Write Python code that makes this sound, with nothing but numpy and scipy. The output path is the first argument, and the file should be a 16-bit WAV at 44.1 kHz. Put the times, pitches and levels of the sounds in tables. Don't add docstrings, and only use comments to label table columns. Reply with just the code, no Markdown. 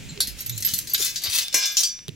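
import sys
import numpy as np
from scipy import signal
from scipy.fft import rfft, irfft, next_fast_len
from scipy.io import wavfile
from scipy.ndimage import uniform_filter1d, map_coordinates

SR = 44100
rng = np.random.default_rng(int(sys.argv[2]) if len(sys.argv) > 2 else 0)


def log_audio(samples):
    frames = np.atleast_2d(samples).T
    limited = np.clip(frames, -1, 1)
    pcm = np.round(limited * 32767).astype(np.int16)
    wavfile.write(sys.argv[1], SR, pcm)


N = 94815
T = np.arange(N) / SR

# t/s, level/dB
WIND_RIDE = [(0, -39.5), (.25, -48.5), (.7, -45.5), (1.2, -53), (1.7, -88), (2.1, -47)]
# f/Hz, level/dB
WIND_EQ = [(20, -50), (60, -5), (150, -2), (450, -20), (2000, -64)]
# f/Hz, level/dB
AIR_EQ = [(30, 10), (200, 4.5), (1100, -12), (2500, 3), (4500, -4.5), (7000, -3.5), (10000, -13.5),
          (15500, -16)]
# t/s, level/dB
CHIRPS = [(0.085, -38), (.478, -39), (0.515, -37), (0.557, -37)]
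# t/s, level/dB, treble/dB
TICKS = [(0.1763, -23.5, -49), (1.4829, -16.5, -6), (1.991, -31.5, -41), (2.082, -22.5, -2),
         (2.091, -25, -13)]
# f/Hz, level/dB
TICK_EQ = [(300, -17), (1500, -26), (2600, -12), (3800, 0), (5500, -12), (13000, -11), (16000, -14)]
# peak t/s, level/dB, half length/s, f/Hz
BUMPS = [(0.124, -38.5, 0.024, 158.8), (0.188, -42, 0.022, 419.4), (0.282, -30.5, 0.0015, 130.6),
         (0.321, -40, 0.054, 64.7), (0.539, -34.5, 0.068, 108), (0.737, -29.5, 0.0034, 118.8),
         (1.005, -37, 0.0085, 434), (1.291, -36.5, 0.0098, 96.5), (1.547, -38, 0.0098, 508.6),
         (2.093, -29, 0.0072, 139.9), (2.09, -34.5, 0.0045, 413)]
# f/Hz, level/dB
RAIL_MODES = [(700, -19.5), (1028, -9.5), (1222, -15), (1590, -7), (1639, -4), (2071, -3), (2168, -6),
              (2364, 0), (2397, -7), (2754, -4), (4180, -0.5), (4228, -2), (5356, 2.5), (5400, 7),
              (5488, -12), (5874, 5), (6389, 4.5), (6850, -3), (7497, -1)]
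# f/Hz, level/dB
UPRIGHT_MODES = [(2395, -10), (3558, -2.5), (4683, -3.5), (5171, -5), (5293, -9), (5482, -1), (5665, 9),
                 (5754, 2.5), (6001, 10.5), (6294, -3), (6798, -17)]
# t/s, level/dB, t60/s, bass/dB, treble/dB, rail/dB, upright/dB
CLANKS = [(1.5429, -13.5, 0.17, 11, 19.5, -20, -54), (1.6561, -21.5, 0.17, -15, 15.5, -33.5, -61),
          (1.7692, -13, 0.22, -22, 6, -46.5, -23), (1.8335, -16.5, 0.15, -17, 11, -63, -24.5)]
# f/Hz, level/dB
CLANK_EQ = [(300, -16.5), (550, -1.5), (850, -17.5), (1500, -12), (2500, 3.5), (4000, 1.5), (5800, 13.5),
            (7500, 4), (9500, -9), (15500, -13.5)]
# t/s, level/dB, f/Hz
PIPE_NOTES = [(1.014, -28, 3560), (1.238, -32, 4650), (1.35, -29, 3560), (1.44, -35, 3560),
              (1.66, -28, 3560)]
# f/Hz, level/dB, t60/s
HOOK_MODES = [(3779, -2, .09), (4204, -3, .16), (5556, -5, .1), (7515, -10, .12), (9749, 2, .1),
              (11760, -7, .26)]
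# t/s, level/dB, f/Hz
PINGS = [(0.405, -25.5, 12680), (0.461, -24.5, 12700), (0.494, -23.5, 12630), (0.649, -14, 12580),
         (0.661, -14.5, 12730), (.739, -23, 12850), (0.781, -21, 12700), (.895, -27.5, 12600),
         (0.9345, -12.5, 12900), (1.579, -22.5, 12540), (1.717, -25.5, 12400)]
# pitch ratio, level/dB
LINK_MODES = [(1, 0), (1.014, -3), (.978, -4), (1.035, -7), (.945, -9), (.615, -13)]
# t/s, level/dB, t60/s, treble/dB
CLINKS = [(0.2045, -16, 0.11, 3), (0.2717, -26, 0.14, 3.5), (0.4638, -33, 0.077, -2),
          (0.496, -23, 0.028, 3.5), (0.5779, -23.5, 0.053, 9.5), (.6047, -29, 0.083, 16),
          (0.624, -23.5, 0.1, 1), (0.6471, -24, 0.086, -33), (0.672, -28, 0.086, -39),
          (0.685, -25.5, 0.17, -4.5), (.737, -18, 0.11, 10), (0.7889, -15.5, 0.018, 9.5),
          (0.8722, -29.5, 0.11, 0.5), (.9365, -25, 0.1, 11), (.9462, -15, 0.065, -13.5),
          (.9794, -25, 0.06, -1), (1.0159, -24.5, 0.23, 3), (1.0477, -17.5, 0.037, 12),
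          (1.159, -23.5, 0.17, -8.5), (1.2187, -33.5, 0.17, -1), (1.2368, -21.5, 0.15, 4.5),
          (1.2991, -25.5, 0.078, 8), (1.3276, -24.5, 0.17, -21), (1.3646, -22, 0.079, -23),
          (1.3859, -16.5, 0.078, -2.5), (1.5271, -28, 0.18, -9)]
# f/Hz, level/dB
CLINK_EQ = [(400, -26), (1050, -36), (1500, -6), (2400, -4), (4000, 6), (6000, 7), (9000, 1), (12500, 3.5),
            (15500, -8)]
# peak
# t/s, level/dB, 20 dB rise/s, 20 dB fall/s, treble/dB
DRAGS = [(0.397, -34, 0.041, 0.088, 9), (0.693, -30.5, 0.19, 0.1, 15), (0.773, -29, 0.099, 0.11, 14),
         (0.907, -32.5, .04, 0.081, 7), (1.022, -21, 0.076, 0.04, 11.5), (1.055, -22, 0.045, 0.11, 9),
         (1.263, -27, 0.056, 0.077, -37), (1.354, -19, 0.067, 0.1, 10.5), (1.435, -25, 0.057, 0.015, 1.5),
         (1.642, -22, 0.14, 0.12, -14.5), (1.802, -23.5, 0.065, 0.042, 14)]
# f/Hz, level/dB
DRAG_EQ = [(100, -69), (450, -17), (950, -21.5), (1600, -5), (2500, 1.5), (4000, 4.5), (6000, 10),
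           (8500, -4), (12300, -5), (15500, -8.5)]
# t/s, left over right/dB
METAL_PAN = [(.25, 0), (.8, 1), (1.1, 3.5), (1.8, 1.5)]

BASS_HZ, TREBLE_HZ = 1920, 7960
WIDTH = 0.48
RIPPLE_DB, RIPPLE_HZ = 6.5, 46.25


def amp(db):
    return 10 ** (np.asarray(db) / 20)


def unit(x):
    return x / np.sqrt(np.mean(x ** 2) + 1e-20)


def decay(t60, size=16384):
    return amp(-60 * T[:size] / t60)


def soften(x, attack_s):
    return x * (1 - np.exp(-T[:x.shape[1]] / attack_s))


def pan(db):
    return amp(db * np.array([[.5], [-.5]]))


def add(out, s, x):
    part = out[:, round(s * SR):][:, :x.shape[-1]]
    part += x[..., :part.shape[1]]


def eq_gain(eq, hz, bass_db, treble_db):
    f, db = np.transpose(eq)
    shelves = bass_db / (1 + (hz / BASS_HZ) ** 4) + treble_db / (1 + (TREBLE_HZ / (hz + 1)) ** 6)
    return amp(np.interp(np.log(hz + 1), np.log(f), db) + shelves)


def noise(eq, bass_db=0, treble_db=0, ripple_db=0, width=WIDTH, share=1, size=16384):
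    hz = np.fft.rfftfreq(size, 1 / SR)
    ripple = map_coordinates(rng.standard_normal(1024), [hz / RIPPLE_HZ], mode="mirror")
    kept = rng.random(len(hz)) < share
    gain = eq_gain(eq, hz, bass_db, treble_db) * amp(ripple_db * ripple) * kept
    mid, side = irfft(rfft(rng.standard_normal((2, size))) * gain, size)
    return unit(np.array([mid + width * side, mid - width * side]))


def ring(modes, size=28000):
    out = np.zeros((2, size))
    for hz, db, t60 in modes:
        jitter_db, phase, skew = rng.standard_normal(3)
        angle = 2 * np.pi * (hz * T[:size] + phase) + WIDTH * skew * np.array([[1], [-1]])
        out += amp(db + jitter_db) * decay(t60, size) * np.sin(angle)
    return out / np.sqrt(sum(amp(db) ** 2 for _, db, _ in modes) / 2)


def yard_air(db=-43.5, fade_db_per_s=5):
    return amp(db - fade_db_per_s * T) * noise(AIR_EQ, size=2 * N)[:, :N]


def yard_echo(send, t60=0.23):
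    tail = noise([(200, 0.5), (5000, 1.5), (15000, -27)]) * decay(t60)
    return signal.fftconvolve(send, np.sqrt(2) * tail / np.linalg.norm(tail), axes=1)[:, :N]


def wind():
    gusts = amp(np.interp(T, *np.transpose(WIND_RIDE)))
    return gusts * noise(WIND_EQ, width=.8, size=2 * N)[:, :N] * pan(-1)


def bird(base_hz=6050, arch_hz=1186, length_s=0.0287, waver_depth=0.0294):
    out = np.zeros((2, N))
    arch = np.sin(np.pi * np.minimum(T[:SR // 10] / length_s, 1))
    for s, db in CHIRPS:
        waver = unit(uniform_filter1d(rng.standard_normal(len(arch)), SR // 1000))
        detune = rng.standard_normal()
        hz = base_hz * (1 + waver_depth * (waver + detune)) + arch_hz * arch
        angle = 2 * np.pi * np.cumsum(hz) / SR
        voices = np.sin(angle) + amp(-7.5) * np.sin(0.57 * angle)
        add(out, s, amp(db) * arch * voices)
    return out


def ticks():
    out = np.zeros((2, N))
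    for s, db, treble_db in TICKS:
        add(out, s, amp(db) * noise(TICK_EQ, treble_db=treble_db) * decay(t60=0.0085))
    return out


def bumps(drift_octaves=.15):
    out = np.zeros((2, N))
    for s, db, half_length, hz in BUMPS:
        drift = map_coordinates(rng.standard_normal(64), [T * hz / 2], mode="wrap", order=1)
        angle = 2 * np.pi * np.cumsum(hz * 2 ** (drift_octaves * drift)) / SR
        swell = np.exp(-((T - s) / half_length) ** 2)
        out += amp(db) * swell * np.sin(angle + WIDTH * np.array([[1], [-1]]))
    return out * pan(-13)


def pipe_ring(modes, t60_at_3khz=0.58, damping=0.33):
    return ring([(hz, db, t60_at_3khz * (3000 / hz) ** damping) for hz, db in modes])


def pipe_notes(t60=0.34):
    out = np.zeros((2, N))
    for s, db, hz in PIPE_NOTES:
        add(out, s, amp(db) * soften(ring([(hz, 0, t60)]), attack_s=0.004))
    return out


def jangle(eq, t60, bass_db=0, treble_db=0, partial_db=-6):
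    crash = noise(eq, bass_db, treble_db, RIPPLE_DB) * decay(t60)
    partials = noise(eq, bass_db, treble_db, share=.012) * decay(1.4 * t60)
    return (crash + amp(partial_db) * partials) / np.hypot(1, amp(partial_db))


def gate_clanks():
    crash, pipes = np.zeros((2, 2, N))
    for s, db, t60, bass_db, treble_db, rail_db, upright_db in CLANKS:
        add(crash, s, amp(db) * jangle(CLANK_EQ, t60, bass_db, treble_db))
        add(pipes, s, amp(rail_db) * pipe_ring(RAIL_MODES))
        add(pipes, s, amp(upright_db) * pipe_ring(UPRIGHT_MODES))
    return crash, pipes


def hook(release_s=.2042, db=-17):
    out = np.zeros((2, N))
    add(out, release_s, amp(db) * ring(HOOK_MODES))
    return out


def link_pings(t60=0.077, detune=.006):
    out = np.zeros((2, N))
    for s, db, hz in PINGS:
        modes = [(hz * ratio * (1 + detune * rng.standard_normal()), mode_db, t60)
                 for ratio, mode_db in LINK_MODES]
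        add(out, s, amp(db) * soften(ring(modes, size=6000), attack_s=0.00095))
    return out * pan(-5.5)


def chain_clinks():
    out = np.zeros((2, N))
    for s, db, t60, treble_db in CLINKS:
        add(out, s, amp(db) * jangle(CLINK_EQ, t60, treble_db=treble_db))
    return out


def chain_drags(slips_per_s=1000, spread_db=4.5, slip_t60=0.052, rail_db=-18, hard_db=-22):
    out = np.zeros((2, N))
    for s, db, rise, fall, treble_db in DRAGS:
        triggers = rng.random(N) < slips_per_s / SR
        sizes = amp(spread_db * np.clip(rng.standard_normal(N), -2, 2))
        slips = unit(triggers * sizes * rng.choice([-1, 1], N))
        stroke = amp(-20 * np.maximum((s - T) / rise, (T - s) / fall))
        bass_db = 2.1 * max(db - hard_db, 0)
        links = jangle(DRAG_EQ, slip_t60, bass_db, treble_db)
        rail = pipe_ring(RAIL_MODES)[:, :links.shape[1]]
        body = links / np.linalg.norm(links) + amp(rail_db) * rail / np.linalg.norm(rail)
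        out += amp(db) * signal.fftconvolve((slips * stroke)[None], np.sqrt(2) * body, axes=1)[:, :N]
    return out


def scene():
    crash, pipes = gate_clanks()
    pipes += pipe_notes()
    chain = chain_clinks() + link_pings() + hook() + chain_drags() + crash
    metal = (chain + pipes) * pan(np.interp(T, *np.transpose(METAL_PAN)))
    chirps = bird()
    echo = yard_echo(amp(-11.5) * chain + chirps)
    return metal + chirps + echo + ticks() + bumps() + wind() + yard_air()


def record(dry):
    lag_s, top_hz = .000016, 15850
    size = next_fast_len(N + 4096)
    hz = np.fft.rfftfreq(size, 1 / SR)
    lag = np.exp(-1j * np.pi * hz * lag_s * np.array([[1], [-1]]))
    high_cut = 1 / np.sqrt(1 + (hz / top_hz) ** 160)
    return irfft(rfft(dry, size) * lag * high_cut, size)[:, :N]


dry = scene()
out = record(dry)
log_audio(out)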